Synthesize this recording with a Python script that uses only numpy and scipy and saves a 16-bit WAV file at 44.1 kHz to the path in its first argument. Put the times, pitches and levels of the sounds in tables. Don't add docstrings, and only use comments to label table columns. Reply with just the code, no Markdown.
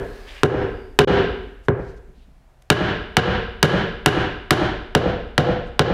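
import sys
import numpy as np
from scipy import signal
from scipy.fft import rfft, irfft
from scipy.io import wavfile
from scipy.ndimage import uniform_filter1d

SR = 44100
rng = np.random.default_rng(int(sys.argv[2]) if len(sys.argv) > 2 else 0)


def digitize_waveform(pressure):
    field = np.atleast_2d(pressure).T
    bounded = np.clip(field, -1, 1)
    quanta = np.round(bounded * 32767).astype(np.int16)
    wavfile.write(sys.argv[1], SR, quanta)


def magnitude_from_level(level_db):
    exponent = np.asarray(level_db, float) / 20
    return 10 ** exponent


N = 261513
LEAD_S = 0.5
BLOW_DELAY_S = 0.0033

# start in seconds, strength in dB, hardness of the wood struck in dB,
# squareness of the steel face in dB, how well the blow fills the hall in dB.
BLOWS = [(0.43, -0.5, -21, -25.5, -2), (0.986, 3, -12, -22, -0.5), (1.681, -8.4, -38.5, -51, -9),
         (2.698, 0.5, -9, -18.5, -2.5), (3.165, -1.5, -10, -26, -1), (3.625, -2.5, -9.5, -18, -0.9),
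         (4.057, -3, -10, -17.5, -0.7), (4.504, -4, -10.5, -17.5, -0.5), (4.947, -4.5, -14, -26, -1.3),
         (5.376, -5.4, -15.5, -28.5, 0), (5.79, -0.5, -14.5, -32, 1.2)]
EARLIER_BLOW = (-1 / 5, -4.5, -23, -42.5, -3.5)


def shaped(x, table):
    hz, db = np.transpose(table)
    f = np.maximum(np.fft.rfftfreq(len(x), 1 / SR), 1)
    return irfft(rfft(x) * magnitude_from_level(np.interp(np.log(f), np.log(hz), db)), len(x))


def level(x, db):
    return x * magnitude_from_level(db) / np.sqrt(np.mean(x ** 2))


def band(x, hz, width_hz):
    edges = np.clip([hz - width_hz / 2, hz + width_hz / 2], 20, 0.45 * SR)
    return signal.sosfilt(signal.butter(2, edges, "bandpass", fs=SR, output="sos"), x)


def lowpass(x, order, hz):
    return signal.sosfilt(signal.butter(order, hz, fs=SR, output="sos"), x)


def decay(t, t60):
    return np.exp(-np.log(1000) * t / t60)


def curve(table, s):
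    return np.interp(s, *np.transpose(table))


def rubs(size):
    # start in seconds, length in seconds, centre in Hz, width in Hz, level in dB.
    swells = [(0, 0.39, 1750, 200, -55), (0, 0.37, 3300, 3000, -55.5), (0.253, 0.088, 2700, 2010, -43.5),
              (0.308, .13, 2300, 1600, -43), (0.019, 0.17, 4250, 400, -61.5), (.17, .3, 4750, 596, -59.5),
              (0.051, .45, 890, 1210, -50.5), (0.258, .17, 5000, 7000, -56.5),
              (.42, 0.29, 5250, 400, -58.5), (.66, .32, 4800, 400, -66), (1.632, 0.043, 6000, 8000, -62),
              (1.86, 0.066, 4500, 5000, -62), (1.959, 0.034, 4030, 5000, -63),
              (2.127, .15, 3400, 2000, -66.5), (2.4, .25, 800, 900, -68), (1.742, 0.24, 3820, 2970, -62.5),
              (2.619, .008, 5000, 9830, -53.5), (5.65, .05, 6000, 4970, -67)]
    rocks = [(2.075 + k * 0.094, 0.035, 200, 110, -47 - 2.5 * k) for k in range(3)]
    out = np.zeros(size)
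    for s, length, hz, width_hz, db in swells + rocks:
        count = min(int(length * SR), SR // 2)
        noise, roughness = rng.standard_normal((2, count))
        grain = noise * magnitude_from_level(20 * uniform_filter1d(roughness, size=150))
        start = int((s + LEAD_S) * SR)
        out[start:start + count] += level(band(grain, hz, width_hz), db) * np.sqrt(np.hanning(count))
    return out


def hall():
    # band in Hz, level in dB, t60 in seconds.
    tail_bands = [(40.2, -9, 0.89), (56, -15, 0.9), (112, -26, 0.62), (154, -11.5, 0.41),
                  (234.5, -28.5, 0.81), (513, -14.5, 0.67), (1000, -22.5, 0.66), (2019, -20.5, 0.79),
                  (4230, -29.5, 0.71), (6000, -25, 0.48), (8950, -31, .35), (13900, -28.5, .2)]
    hz, db, t60 = np.transpose(tail_bands)
    t = np.arange(int(1.6 * SR)) / SR
    out = np.zeros(len(t))
    for f in 35 * 2 ** np.arange(0, 9, 0.5):
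        band_db = np.interp(np.log(f), np.log(hz), db)
        band_t60 = np.interp(np.log(f), np.log(hz), t60)
        fade = decay(t, band_t60) * (1 - np.exp(-t / 0.003))
        out += magnitude_from_level(band_db - 10.5) * fade * band(rng.standard_normal(len(t)), f, 0.37 * f)
    return out


def walls():
    # delay in seconds, level in dB, treble limit in Hz.
    reflections = [(.007, -13, 6000), (.014, -9.5, 2620), (.022, -14, 1500), (.033, -7, 800),
                   (.066, -10.5, 2500), (.103, -7.5, 1180), (.112, -28.5, 1000), (.198, -35, 1500)]
    far_from_s = 0.05
    t = np.arange(SR // 3) / SR
    out = np.zeros((2, len(t)))
    for delay, wall_db, top_hz in reflections:
        late = np.maximum(t - delay, 0)
        smear = late * np.exp(-late / (0.001 + 0.035 * delay)) * rng.standard_normal(len(t))
        smear /= np.sqrt(np.sum(smear ** 2))
        out[int(delay > far_from_s)] += magnitude_from_level(wall_db) * band(smear, top_hz / 2, top_hz)
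    out[0, 0] += 1
    return out


def room():
    # frequency in Hz, level in dB per Hz.
    room_colour = [(12, -30.5), (20, 4), (38, -0.5), (113, -8), (141, -3.5), (191, -16.5), (493, -22),
                   (688, -16), (1110, -24), (1930, -27.5), (4100, -36), (9450, -43), (15600, -46)]
    return level(shaped(rng.standard_normal(N), room_colour), -56)


def sway(size):
    # frequency in Hz, level in dB, t60 in seconds.
    spring_modes = [(26, -32.5, 3.4), (33, -32, 2.8), (49, -33, 2.5), (58, -34, 2.3)]
    rise_s, sway_per_db = 0.11, 0.33
    hz, mode_db, t60 = np.transpose(spring_modes)[:, :, None]
    t = np.arange(2 * SR) / SR
    out = np.zeros(size + 2 * SR)
    for s, db, *_ in [EARLIER_BLOW, *BLOWS]:
        chance = rng.standard_normal((2, len(spring_modes), 1))
        strength = magnitude_from_level(mode_db + sway_per_db * db + 2.2 * chance[0])
        swing = strength * np.sin(2 * np.pi * hz * (1 + 0.04 * chance[1]) * t)
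        start = int((s + LEAD_S) * SR)
        out[start:start + len(t)] += (1 - np.exp(-t / rise_s)) * np.sum(swing * decay(t, t60), axis=0)
    return out[:size]


def ring(modes, t, scatter_db, detune):
    hz, db, t60 = np.transpose(modes)[:, :, None]
    chance = rng.standard_normal((2, len(modes), 1))
    fade = decay(t, np.clip(t60, 0.003, 0.4))
    sign = (-1) ** np.arange(len(modes))[:, None]
    strength = sign * magnitude_from_level(db + scatter_db * chance[0])
    tone = np.sin(2 * np.pi * hz * (1 + detune * chance[1]) * t)
    return np.sum(strength * fade * tone, axis=0)


def contact(knock_db, snap_db, crack_db, muffle_db, size=1024):
    # centre in Hz, width in Hz, level in dB.
    knock = [(1000, 890, -1.5), (1500, 720, 1), (1640, 90, 5.5), (1770, 2160, -7)]
    snap = [(2944, 550, 4), (3030, 130, 7), (3565, 1750, 1), (4500, 3160, -8)]
    crack = [(6000, 1500, -1.7), (10300, 7800, -1.5)]
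    f = np.fft.rfftfreq(size, 1 / SR)
    power = 1e-9
    for peaks, group_db in [(knock, knock_db), (snap, snap_db), (crack, crack_db)]:
        shift = 1 + 0.02 * rng.standard_normal()
        for hz, width_hz, db in peaks:
            rim_ring = width_hz < 200
            peak = magnitude_from_level(2 * (db + group_db - muffle_db * rim_ring))
            power = power + peak / (1 + (2 * (f - hz * shift) / width_hz) ** 2) ** 2
    cepstrum = irfft(np.log(power) / 2)
    cepstrum[1:size // 2] *= 2
    cepstrum[size // 2 + 1:] = 0
    return irfft(np.exp(rfft(cepstrum)))


def chatter(t, knock_db, snap_db, crack_db):
    low, middle, high = rng.standard_normal((3, len(t)))
    out = magnitude_from_level(snap_db + 17.5) * band(middle * np.exp(-(t / 0.0034) ** 2), 2585, 3200)
    out += magnitude_from_level(crack_db + 14) * band(high * np.exp(-t / 0.0013), 9900, 11000)
    out += magnitude_from_level(knock_db + 13.5) * band(low * np.exp(-(t / 0.004) ** 2), 1300, 960)
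    return out


def hammer(size):
    # frequency in Hz, level in dB, t60 in seconds.
    board_modes = [(53.7, -10, 0.08), (91, -4.5, .09), (130, 1.2, 0.055), (178.4, -.8, 0.06),
                   (228, -3, 0.052), (301.6, -2.5, 0.04), (358, .3, 0.05), (465, -2, 0.025),
                   (658.4, -8, .04), (723, -7, 0.025), (1090, -19, 0.035)]
    edge_modes = [(188, -4.5, 0.027), (398, .8, 0.04), (538, -9, 0.018), (800, -8, 0.014)]
    seated_modes = [(490.4, -1.5, .045), (720, -7, 0.02)]
    steel_modes = [(9350, -47.5, .15), (11300, -44, .3)]
    # time in seconds, level in dB.
    looseness = [(0, 2.5), (1, -2.5), (1.7, -.6), (2.6, -11), (3.3, -13.5), (5, -6), (5.9, -5)]
    # time in seconds, level in dB.
    tightness = [(3, -19), (4.2, -12), (4.5, -1.5), (5.9, -1.5)]
    out, t = np.zeros((3, size + SR)), np.arange(SR // 2) / SR
    swell = 1 - np.exp(-t / 0.0049)
    for s, db, snap_db, crack_db, fill_db in [EARLIER_BLOW, *BLOWS]:
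        knock_db = max(snap_db + 3.5, -12.5)
        tight_db = curve(tightness, s)
        blow = swell * ring(board_modes, t, 1.5, 0.015)
        blow += magnitude_from_level(curve(looseness, s)) * ring(edge_modes, t, 1, 0.02)
        blow += magnitude_from_level(tight_db) * ring(seated_modes, t, 1, 0.01)
        blow += magnitude_from_level(crack_db) * ring(steel_modes, t, 5, 0.003)

        muffle_db = 0.8 * max(tight_db + 12, 0)
        click = contact(knock_db + 36, snap_db + 34, crack_db + 31, muffle_db)
        dull_db = min(snap_db + 15.5, 0)
        blow[:len(click)] += lowpass(click, 3, 17000 * magnitude_from_level(0.63 * dull_db))

        rattle = rng.standard_normal(len(t)) * swell * np.exp(-t / 0.009)
        blow += magnitude_from_level(12 + 0.3 * dull_db) * band(rattle, 400, 400)

        rows = np.array([blow, magnitude_from_level(fill_db) * blow, chatter(t, knock_db, snap_db, crack_db)])
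        start = int((s + BLOW_DELAY_S + LEAD_S) * SR)
        out[:, start:start + len(t)] += magnitude_from_level(db + 4.5) * rows
    return signal.sosfilt(signal.butter(2, 70, "highpass", fs=SR, output="sos"), out[:, :size])


def scene():
    lead = int(LEAD_S * SR)
    size = N + lead
    near = rubs(size)
    blows, filling, chattering = hammer(size)
    close, far = walls()
    tail = hall()
    tail[:len(far)] += far
    echoes = signal.fftconvolve(blows, close)[:size]
    rolling = signal.fftconvolve(filling + 0.5 * near, tail)[:size]
    heard = echoes + rolling + chattering + near + sway(size)
    return (heard[lead:] + room())[None]


def preamp_hiss(t):
    # time in seconds, level in dB.
    hiss_levels = [(0, -56), (.42, -59.5), (.44, -66.5), (5.93, -85.5)]
    return magnitude_from_level(curve(hiss_levels, t)) * band(rng.standard_normal(N), 8000, 17000)


def auto_gain(t):
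    deepest_db, climb_db_per_s = 19.5, 113.5
    gain_db, ceiling = np.zeros(N), np.full(N, 0.45)
    for s, db, *_ in [EARLIER_BLOW, *BLOWS]:
        dive_db = np.clip(19.5 + 2 * db, 0, deepest_db)
        hold_s = 0.086 - 0.003 * dive_db
        since = np.maximum(t - s - BLOW_DELAY_S, 0)
        fall = 0.5 * (1 - np.exp(-since / 0.0014)) + 0.5 * np.clip((since - 0.03) / 0.0046, 0, 1)
        left_db = np.maximum(dive_db - climb_db_per_s * np.maximum(since - hold_s, 0), 0)
        gain_db = np.minimum(gain_db, -left_db * fall)
        ceiling += 0.32 * (t >= s) * np.exp(-(since / 0.005) ** 2)
    return gain_db, ceiling


def dropout(x, t):
    gap = (1.049, 1.073)
    present = np.clip(np.maximum(gap[0] - t, t - gap[1]) / 0.002, 0, 1)
    return present * x + (1 - present) * lowpass(x, 2, 60)


def top_cut(x):
    return signal.sosfilt(signal.butter(12, 17010, fs=SR, output="sos"), x)


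def record(dry):
    t = np.arange(N) / SR
    gain_db, ceiling = auto_gain(t)
    x = (dry + preamp_hiss(t)) * magnitude_from_level(gain_db) / ceiling
    x = ceiling * x / (1 + np.abs(x) ** 4) ** 0.25
    x = dropout(x, t)
    x = signal.sosfilt(signal.butter(1, [25, 11000], "bandpass", fs=SR, output="sos"), x)
    x = lowpass(x, 8, 15900)
    return top_cut(x)


dry = scene()
out = record(dry)
digitize_waveform(out)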